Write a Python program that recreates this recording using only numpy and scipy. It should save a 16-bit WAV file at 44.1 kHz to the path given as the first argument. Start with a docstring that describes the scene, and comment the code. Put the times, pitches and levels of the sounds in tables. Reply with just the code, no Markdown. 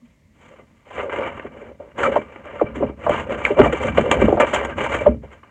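"""A window blind is adjusted in short, juddering pulls right beside the microphone in a small workshop.
Sliding is dense stick-slip ticks through resonances and coloured filters; sudden slips are swelling
bursts of ticks. Knocks are swelling sine cycles with noise clatter and a ringing rail; handling is
filtered bumps. Quiet coloured noise is the room air, and the hardest knocks overload the recorder."""
import sys
import numpy as np
from scipy import signal
from scipy.fft import rfft, irfft
from scipy.io import wavfile

SR = 44100
rng = np.random.default_rng(int(sys.argv[2]) if len(sys.argv) > 2 else 0)


def dump_mix(stems):
    """Bounce the given channels to the path in sys.argv[1] as a 16-bit WAV at rate SR."""
    frames = np.atleast_2d(stems).T  # one column per channel
    limited = np.clip(frames, -1, 1)  # hard clip at full scale
    pcm = np.round(limited * 32767).astype(np.int16)
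    wavfile.write(sys.argv[1], SR, pcm)


N = 242577
TIME = np.arange(N) / SR

# rasp spectrum of the sliding material: (frequency [Hz], relative level [dB])
SLIDE_COLOUR = [(150, -24), (260, -8), (400, -3.5), (550, -5.5), (750, -7), (950, -6), (1300, -7),
                (1800, -11.5), (2200, -9.5), (2560, -19.5), (2900, -14), (3400, -32.5), (4100, -50.5),
                (5200, -73.5), (8000, -97)]


def undb(db):
    """Decibels to gain."""
    return 10 ** (np.asarray(db) / 20)


def unit(x):
    """Scale to rms 1."""
    return x / np.sqrt(np.mean(x ** 2))


def curve(table):
    """Interpolate a (time [s], value) table at every sample."""
    time_s, value = np.transpose(table)
    return np.interp(TIME, time_s, value)


def add(out, start_s, x):
    """Mix x into out from start_s on."""
    i = max(int(start_s * SR), 0)
    out[i:i + len(x)] += x[:N - i]


def colour(x, points, size=4096):
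    """Minimum-phase filter of unit energy shaped by (frequency [Hz], level [dB]) points."""
    hz, db = np.transpose(points)
    bin_hz = np.arange(size // 2 + 1) * SR / size
    log_gain = np.interp(np.log(bin_hz + 1), np.log(hz), np.log(undb(db)))
    # folding the cepstrum makes the response causal
    cepstrum = irfft(log_gain)[:size // 2]
    cepstrum[1:] *= 2
    response = irfft(np.exp(rfft(cepstrum, size)))
    return signal.fftconvolve(x, response / np.linalg.norm(response))[:len(x)]


def band(x, hz, width_hz):
    """One resonance."""
    b, a = signal.iirpeak(hz, hz / width_hz, fs=SR)
    return signal.lfilter(b, a, x)


def walk(knots_per_s):
    """Random wander, linear between knots, spread near 1."""
    knots = rng.standard_normal(N // 10)
    return np.interp(TIME * knots_per_s, np.arange(len(knots)), knots)


def ticks(per_s, spread_db):
    """Stick-slip: randomly timed impulses of either sign and uneven size, rms 1."""
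    count = int(per_s * N / SR)
    places = rng.integers(0, N, count)
    sign = np.sign(rng.standard_normal(count))
    size_db = spread_db * np.clip(rng.standard_normal(count), -2, 2)
    return unit(np.bincount(places, sign * undb(size_db), N))


def swell(t, rise):
    """A contact that builds to 1 at time rise and dies away."""
    return t / rise * np.exp(1 - t / rise)


def room_air():
    """Quiet air of the room: coloured noise of slowly wandering level."""
    # (frequency [Hz], relative level [dB])
    air_colour = [(15, -44.5), (25, -17.5), (53, 0.5), (149, -2), (427, -18), (607, -12), (775, -27),
                  (962, -18.5), (1440, -31), (2050, -17), (2480, -26.5), (4870, -34.5), (6920, -31.5),
                  (10000, -41), (16000, -45.5)]
    return colour(rng.standard_normal(N), air_colour) * undb(-59 + 0.57 * walk(1.4))


def workshop(x, wet_db, t60_s):
    """A cluttered room returns a short, faint tail of decaying noise."""
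    t = TIME[:SR // 2]
    tail = rng.standard_normal(len(t)) * undb(-60 * t / t60_s)
    tail *= t > .004  # gap before the first return [s]
    return x + undb(wet_db) * signal.fftconvolve(x, tail / np.linalg.norm(tail))[:N]


def handling(pull_db, rattle_db):
    """Soft bumps of the hands and the pulls rumble over a low boom; the loose rail rattles hollowly in fits."""
    # hand level before trim: (time [s], level [dB])
    hand_level = [(0.0, -65.5), (0.43, -53), (0.84, -64), (0.96, -47.5), (1.35, -42.5), (1.93, -57),
                  (1.99, -37.5), (2.2, -35.5), (2.3, -54.5), (2.86, -33), (3.02, -45.5), (3.08, -27.5),
                  (3.26, -38), (3.57, -33), (3.6, -15.5), (3.74, -34), (3.89, -25), (3.94, -32), (4.0, -22),
                  (4.07, -32), (4.23, -20.5), (4.49, -37.5), (5.02, -34), (5.08, -23.5), (5.3, -48.5),
                  (5.5, -57.5)]
    # spectra: (frequency [Hz], relative level [dB])
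    rumble_colour = [(13, -62), (22, -47), (65, 5), (123, -2.5), (189, -1.5), (221, 2.5), (253, 1),
                     (320, -7), (420, -52), (700, -120)]
    rattle_colour = [(100, -25), (250, -2.5), (400, 5), (550, 16.5), (740, -4.5), (950, -1), (1500, -38.5),
                     (3000, -70), (6000, -110)]
    hands = undb(curve(hand_level) - 0.5)
    shake = np.hypot(hands, undb(pull_db - 14))
    sway = np.hypot(hands, undb(pull_db - 5))
    bumps = ticks(per_s=500, spread_db=1.5) * undb(1.5 * walk(22))
    rumble = colour(bumps * shake, rumble_colour)
    boom = undb(13) * band(bumps * sway, hz=69, width_hz=6.7)
    fits_db = 4 * walk(35)
    rattle_drive = ticks(per_s=250, spread_db=2.5) * undb(rattle_db + fits_db + 0.5)
    return rumble + boom + colour(rattle_drive, rattle_colour)


def blow(t, hz, cycles, fall):
    """A few swelling cycles; short bending waves run faster and arrive first, so the pitch falls."""
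    fall = np.clip(fall, 0, .6)
    # the pitch passes hz at the peak of the swell
    turns = cycles * (t * hz / cycles) ** (1 - fall) / (1 - fall)
    return swell(t * hz, cycles) ** 2 * np.sin(2 * np.pi * turns)


def knocks():
    """A slat taps, then the blow gives a few cycles (a squeak if many), rebounds, clatters and rings the rail."""
    # nominal blows: (time [s], level [dB], pitch at peak [Hz], swell [cycles], pitch fall [0-1],
    # clatter re level [dB])
    knock_table = [(0.017, -44, 239, 4.4, .01, -21), (0.595, -36, 450, 0.84, 0.54, -7),
                   (1.445, -25.5, 409, 2.2, 0.13, -2), (1.615, -34, 424, 3.8, 0.11, -3.5),
                   (1.688, -33, 423, 2.4, 0.19, -1), (2.032, -16, 1285, 14.5, 0.11, 0),
                   (2.0549, -15.5, 1298, 11.6, 0.03, -10), (2.069, -14.5, 532, 4.8, 0.06, -11),
                   (2.159, -6, 672, 3.46, 0.12, -2.5), (2.596, -22, 1276, 3.9, 0.13, -14),
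                   (2.613, -5, 520, 2.59, 0.4, -11), (2.765, -26, 288, 2.4, 0.18, -2),
                   (2.802, -17.5, 391, 4.1, .25, -6), (2.824, -13.5, 567, 5, 0.09, -3.5),
                   (2.836, -16.5, 263, 2.1, .06, -12.5), (2.896, -25, 403, 1.5, 0.42, -3.5),
                   (3.065, -8.5, 658, 3.7, 0, -2.5), (3.0945, -6.5, 563, 1.5, 0.04, -6),
                   (3.317, -30, 523, 3.6, 0.1, -4.5), (3.4513, -2, 2254, 2.8, 0.06, -23.5),
                   (3.502, -13.5, 427, 2.8, 0.14, -2.5), (3.564, -16.5, 543, 6.1, 0, -10),
                   (3.5878, -2, 617.5, 5.8, 0, -10.5), (3.594, -1.5, 398, 2.14, 0, -2.5),
                   (3.658, -12.5, 538, 2.6, 0.18, 0), (3.729, -12.5, 491, 2.9, 0.05, -11),
                   (3.841, -19, 537, 4.8, 0.08, -27), (3.982, 1, 550, 1.4, 0.09, -12),
                   (4.036, -16, 508, 3.9, 0.11, -11), (4.061, -16.5, 522, 2.7, .12, -7),
                   (4.187, -16.5, 560, 1.54, 0.25, -2), (4.218, -12, 344, 1.13, .3, 0.5),
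                   (4.24, -9, 200, 0.95, 0.16, -9.5), (4.281, -5.5, 484, 2.57, 0.16, -2),
                   (4.326, -3.5, 493, 1.1, 0.46, -7), (4.371, -20, 600, 8.1, 0.06, 9),
                   (4.399, -14, 489, 2.3, 0.13, 0.5), (5.0621, 0.5, 599.4, 3.8, 0.06, -12),
                   (5.096, -25, 237, 4.2, 0.07, 1.5), (5.43, -41, 1102, 6.2, 0.12, -3)]
    # first contact and rebounds: (delay [s], pitch ratio, level [dB], ratio of cycles)
    contact_table = [(0, 1, -1, 0.98), (0.012, .76, -9.5, .45), (0.029, .42, -13.5, 0.17)]
    # rail modes: (frequency [Hz], relative level [dB], t60 [s])
    rail_modes = [(135, 1.5, 0.13), (260, -3, 0.095), (424.4, 2.5, 0.26), (470, -11, 0.24),
                  (603, 7.5, 0.13), (1110, -49.5, 0.19)]
    tap_hz, tap_db, tap_cycles, tap_lead_s = 1136, -19, 4.3, 0.00378
    rail_db = -64

    blows, clatter, t = np.zeros(N), np.zeros(N), TIME[:SR // 6]
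    for start_s, db, hz, cycles, fall, clatter_db in knock_table:
        # a slat touches just before the rail
        tap = blow(t, tap_hz, tap_cycles, fall=0.052)
        add(blows, start_s - tap_lead_s, undb(db + tap_db) * tap)
        for delay_s, ratio, contact_db, stretch in contact_table:
            contact = blow(t, hz * ratio, cycles * stretch, fall)
            add(blows, start_s + delay_s, undb(db + contact_db) * contact)
        around_pitch = signal.butter(3, [.6 * hz, 1.6 * hz], "band", fs=SR, output="sos")
        chatter = unit(signal.sosfilt(around_pitch, rng.standard_normal(len(t))))
        # the root gives an abrupt start and a slow decay
        envelope = swell(t * hz, 2.1) ** .5
        add(clatter, start_s, undb(db + clatter_db) * chatter * envelope)

    ring = np.zeros(len(t))
    for hz, db, t60_s in rail_modes:
        ring += undb(db) * np.sin(2 * np.pi * hz * t) * undb(-60 * t / t60_s)
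    struck = undb(1.5) * blows + undb(-3.5) * clatter
    return struck + undb(rail_db) * signal.fftconvolve(struck, ring)[:N]


def bursts(contacts):
    """A dense run of ticks under each swelling (time [s], level [dB], rise [s]) contact."""
    force, t = np.zeros(N), TIME[:SR // 5]
    for start_s, db, rise_s in contacts:
        add(force, start_s, undb(db) * swell(t, rise_s))
    return force * ticks(per_s=9000, spread_db=3.5)


def scrapes():
    """Sudden slips rasp; hard edges meet with a bright click."""
    # levels before trim: (time [s], rasp level [dB], edge click level [dB], time to swell [s])
    slip_table = [(0.994, -22, -53, 0.005), (1.095, -20.5, -55, 0.002), (1.274, -21.5, -40, 0.0033),
                  (1.375, -29, -54, 0.0026), (1.396, -21, -55, 0.0015), (1.4625, -29, -54, 0.0035),
                  (1.914, -43.5, -68, 0.0034), (1.989, -33, -45, .0016), (2.03, -28, -38, 0.0023),
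                  (2.156, -17.5, -37, 0.0014), (2.214, -29.5, -52, 0.0045), (2.359, -29, -53, 0.0019),
                  (2.4544, -33, -43.5, 0.0016), (2.754, -27.5, -38, 0.0065), (3.093, -19, -24.5, .0016),
                  (3.452, 0.5, -17, 0.0002), (3.589, -11, -28.5, 0.0026), (3.615, -5, -40, 0.0014),
                  (3.642, -13, -34, 0.0058), (3.724, -14, -26.5, 0.0043), (3.834, -18.5, -29, 0.0019),
                  (3.883, -18, -47, .0027), (3.973, -7.5, -30, 0.0034), (4.113, -5, -5, .0015),
                  (4.253, -14.5, -37, 0.0023), (4.399, -9, -17, 0.0048), (4.536, -24.5, -13.5, 0.0056),
                  (4.647, -18, -24.5, 0.0031), (4.783, -36, -45, 0.0089), (4.84, -23, -19, 0.00074),
                  (4.937, -13.5, -25.5, 0.0089), (5.433, -39.5, -66, 0.0033)]
    # (frequency [Hz], relative level [dB])
    edge_colour = [(1500, -15), (3200, 11.5), (4300, -17), (5200, -16.5), (7000, 2.5), (8700, -9),
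                   (10500, -29.5), (13000, -27.5), (16000, -36.5)]
    rasps = bursts([(start_s, rasp_db, rise_s) for start_s, rasp_db, _, rise_s in slip_table])
    clicks = bursts([(start_s, click_db, rise_s) for start_s, _, click_db, rise_s in slip_table])
    return undb(-4.5) * colour(rasps, SLIDE_COLOUR) + undb(-11.5) * colour(clicks, edge_colour)


def judder():
    """Level [dB] that jumps as each slat slips past and sags until the next."""
    slats_per_s, depth_db, drift_cycles = 37.9, 5.5, .35
    phase = slats_per_s * TIME + drift_cycles * walk(17)
    return depth_db * (.5 - phase % 1)


def pulls():
    """Slide, relative treble and rattle levels [dB]: each pull eases in, grows or fades, and coasts to rest."""
    # (time [s], time to take hold [s], length [s], level [dB], change over the pull [dB],
    # treble re level [dB], rail rattle re level [dB])
    pull_table = [(0.024, 0.037, 0.1, -75, 0.5, -5, -3), (0.323, 0.036, 0.16, -69, 16, -12, -4),
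                  (0.476, 0.013, 0.12, -58.5, 0.5, -19, 0), (0.655, 0.025, 0.18, -67, -4, -13, -4),
                  (0.847, .012, 0.11, -60, 20, -16.5, -4), (0.936, 0.049, 0.061, -32.5, 0.5, -24.5, -6.5),
                  (1.016, 0.012, 0.099, -45.5, -5, -22, 11.5), (1.092, 0.032, 0.17, -35.5, 4.5, -27, -0.5),
                  (1.291, 0.034, .16, -41, -7, -27, 4.5), (1.51, 0.012, 0.18, -55.5, 3.5, -24, 10.5),
                  (1.788, 0.013, 0.12, -56.5, -5, -22.5, 14.5), (1.968, 0.034, 0.091, -27, -1, -22, -2),
                  (2.029, 0.016, 0.14, -38, 1, -22.5, 6.5), (2.227, 0.012, 0.17, -56, 7.5, -25, 3),
                  (2.432, 0.017, 0.18, -44.5, 0, -26.5, 4), (2.641, 0.024, 0.085, -43.5, -9, -41, 8),
                  (2.743, .008, 0.042, -39, -5, -21.5, 5), (2.805, 0.018, 0.073, -42, -2.5, -30, 2),
                  (2.967, 0.013, 0.088, -54.5, 15.5, -24.5, 4), (3.076, 0.024, 0.11, -34, 5, -22, -7.5),
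                  (3.223, 0.027, 0.069, -47, 3, -30, 9.5), (3.286, 0.034, 0.038, -31.5, 2, -23.5, 6),
                  (3.355, 0.022, 0.15, -41, 5.5, -22, -2), (3.432, 0.017, 0.052, -30.5, -7, -15, 7.5),
                  (3.565, 0.02, 0.11, -26, -6.5, -23.5, 5), (3.711, 0.0062, 0.049, -35, 3, -22, -4),
                  (3.781, 0.047, .1, -30, -1.5, -19.5, 4), (3.939, 0.076, 0.05, -26, -0.5, -19, -13),
                  (4.016, 0.027, 0.17, -37, -4, -19.5, 13), (4.109, 0.0043, 0.013, -22.5, 0, -18.5, -1),
                  (4.193, 0.011, 0.28, -30, -21, -20, 10), (4.395, 0.0067, 0.0084, -19.5, 1.5, -27, 5),
                  (4.448, 0.015, 0.071, -37, 1, -16, 2), (4.527, 0.014, 0.032, -20.5, -2, -20.5, -4),
                  (4.598, 0.0093, 0.12, -33, -8, -26, 5.5), (4.764, 0.023, 0.093, -27.5, -1.5, -21, -2.5),
                  (4.886, .035, 0.16, -27.5, -15.5, -17.5, 4), (4.989, 0.01, 0.085, -38, -3, -44, 12),
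                  (5.219, 0.013, 0.046, -54, -1, -22.5, 9), (5.276, 0.037, 0.056, -57.5, 9.5, -19.5, -2.5),
                  (5.435, .012, 0.035, -57, -0.5, -25, 3.5)]
    release_db_per_s = 264
    power = np.zeros((3, N))
    for start_s, grip_s, length_s, db, change_db, treble_db, rattle_db in pull_table:
        near = abs(TIME - start_s) < .5
        t = TIME[near] - start_s
        held_db = db + change_db * np.clip(t / length_s, 0, 1)
        release_db = release_db_per_s * np.maximum(t - length_s, 0)
        taking_hold = (1 + np.tanh(2 * (t / grip_s - .5))) / 2
        pull = taking_hold * undb(held_db - release_db)
        power[:, near] += np.outer(undb([0, treble_db, rattle_db]), pull) ** 2
    slide_db, high_db, hollow_db = 10 * np.log10(power + 1e-10)  # floor at -100 dB
    judder_db = judder()
    return slide_db + judder_db, high_db - slide_db, hollow_db + judder_db


def sliding(db, treble_db):
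    """The material catches and lets go: fine slips rasp with fizz above, coarser catches ring the slats."""
    # resonances: (frequency [Hz], width [Hz], relative level [dB])
    slide_modes = [(544.5, 90, -3.5), (943, 180, -7.5), (1183, 60, -5), (1300, 20, -17), (1575, 70, -9.5),
                   (2054, 72, -11), (2320, 49, -5.5), (2820, 130, -17)]
    # spectra: (frequency [Hz], relative level [dB])
    fizz_colour = [(3000, -28.5), (4500, -10), (5250, -23.5), (6000, -3.5), (7000, 3.5), (8300, -5.5),
                   (10000, -25), (12000, -33), (15500, -51.5)]
    sheen_colour = [(900, -29.5), (1600, -10.5), (2150, 1.5), (2600, -7.5), (3100, -4.5), (3700, -16.5),
                    (4600, -32), (8000, -71)]
    pressure = undb(db + 2.3 * walk(80))
    slips = ticks(per_s=2600, spread_db=0.5) * pressure
    rasp = colour(slips, SLIDE_COLOUR)

    rings = np.zeros(N)
    for hz, width_hz, mode_db in slide_modes:
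        # the point of contact wanders, so each catch favours a different resonance
        catches = ticks(per_s=110, spread_db=5.5) * pressure
        narrow = band(catches + 0.047 * slips, hz, width_hz)
        rings += band(narrow, hz, 4 * width_hz) * undb(mode_db + 3.0 * walk(25))

    crackle = ticks(per_s=990, spread_db=6.5) * pressure
    fizz_drive = (0.91 * slips + 0.34 * crackle) * undb(treble_db + 2 * walk(45))
    fizz = colour(fizz_drive, fizz_colour)
    # a thin sheen follows the treble level
    sheen_drive = ticks(per_s=1700, spread_db=0.5) * pressure * undb(treble_db)
    sheen = colour(sheen_drive, sheen_colour)
    return undb(3.0) * rasp + undb(20.0) * rings + undb(-2.05) * fizz + undb(9.5) * sheen


def scene():
    """The blind in the workshop over the quiet air of the room."""
    pull_db, treble_db, rattle_db = pulls()
    blind = handling(pull_db, rattle_db) + knocks() + scrapes() + sliding(pull_db, treble_db)
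    return (room_air() + workshop(blind, wet_db=-11.0, t60_s=0.073))[None]


def record(dry):
    """The recorder rounds off peaks near full scale and cuts the top."""
    top_hz = 15900
    rounded = dry / (1 + dry ** 8) ** (1 / 8)
    low_pass = signal.ellip(10, .1, 80, top_hz, fs=SR, output="sos")
    return signal.sosfilt(low_pass, rounded)


dry = scene()
out = record(dry)
dump_mix(out)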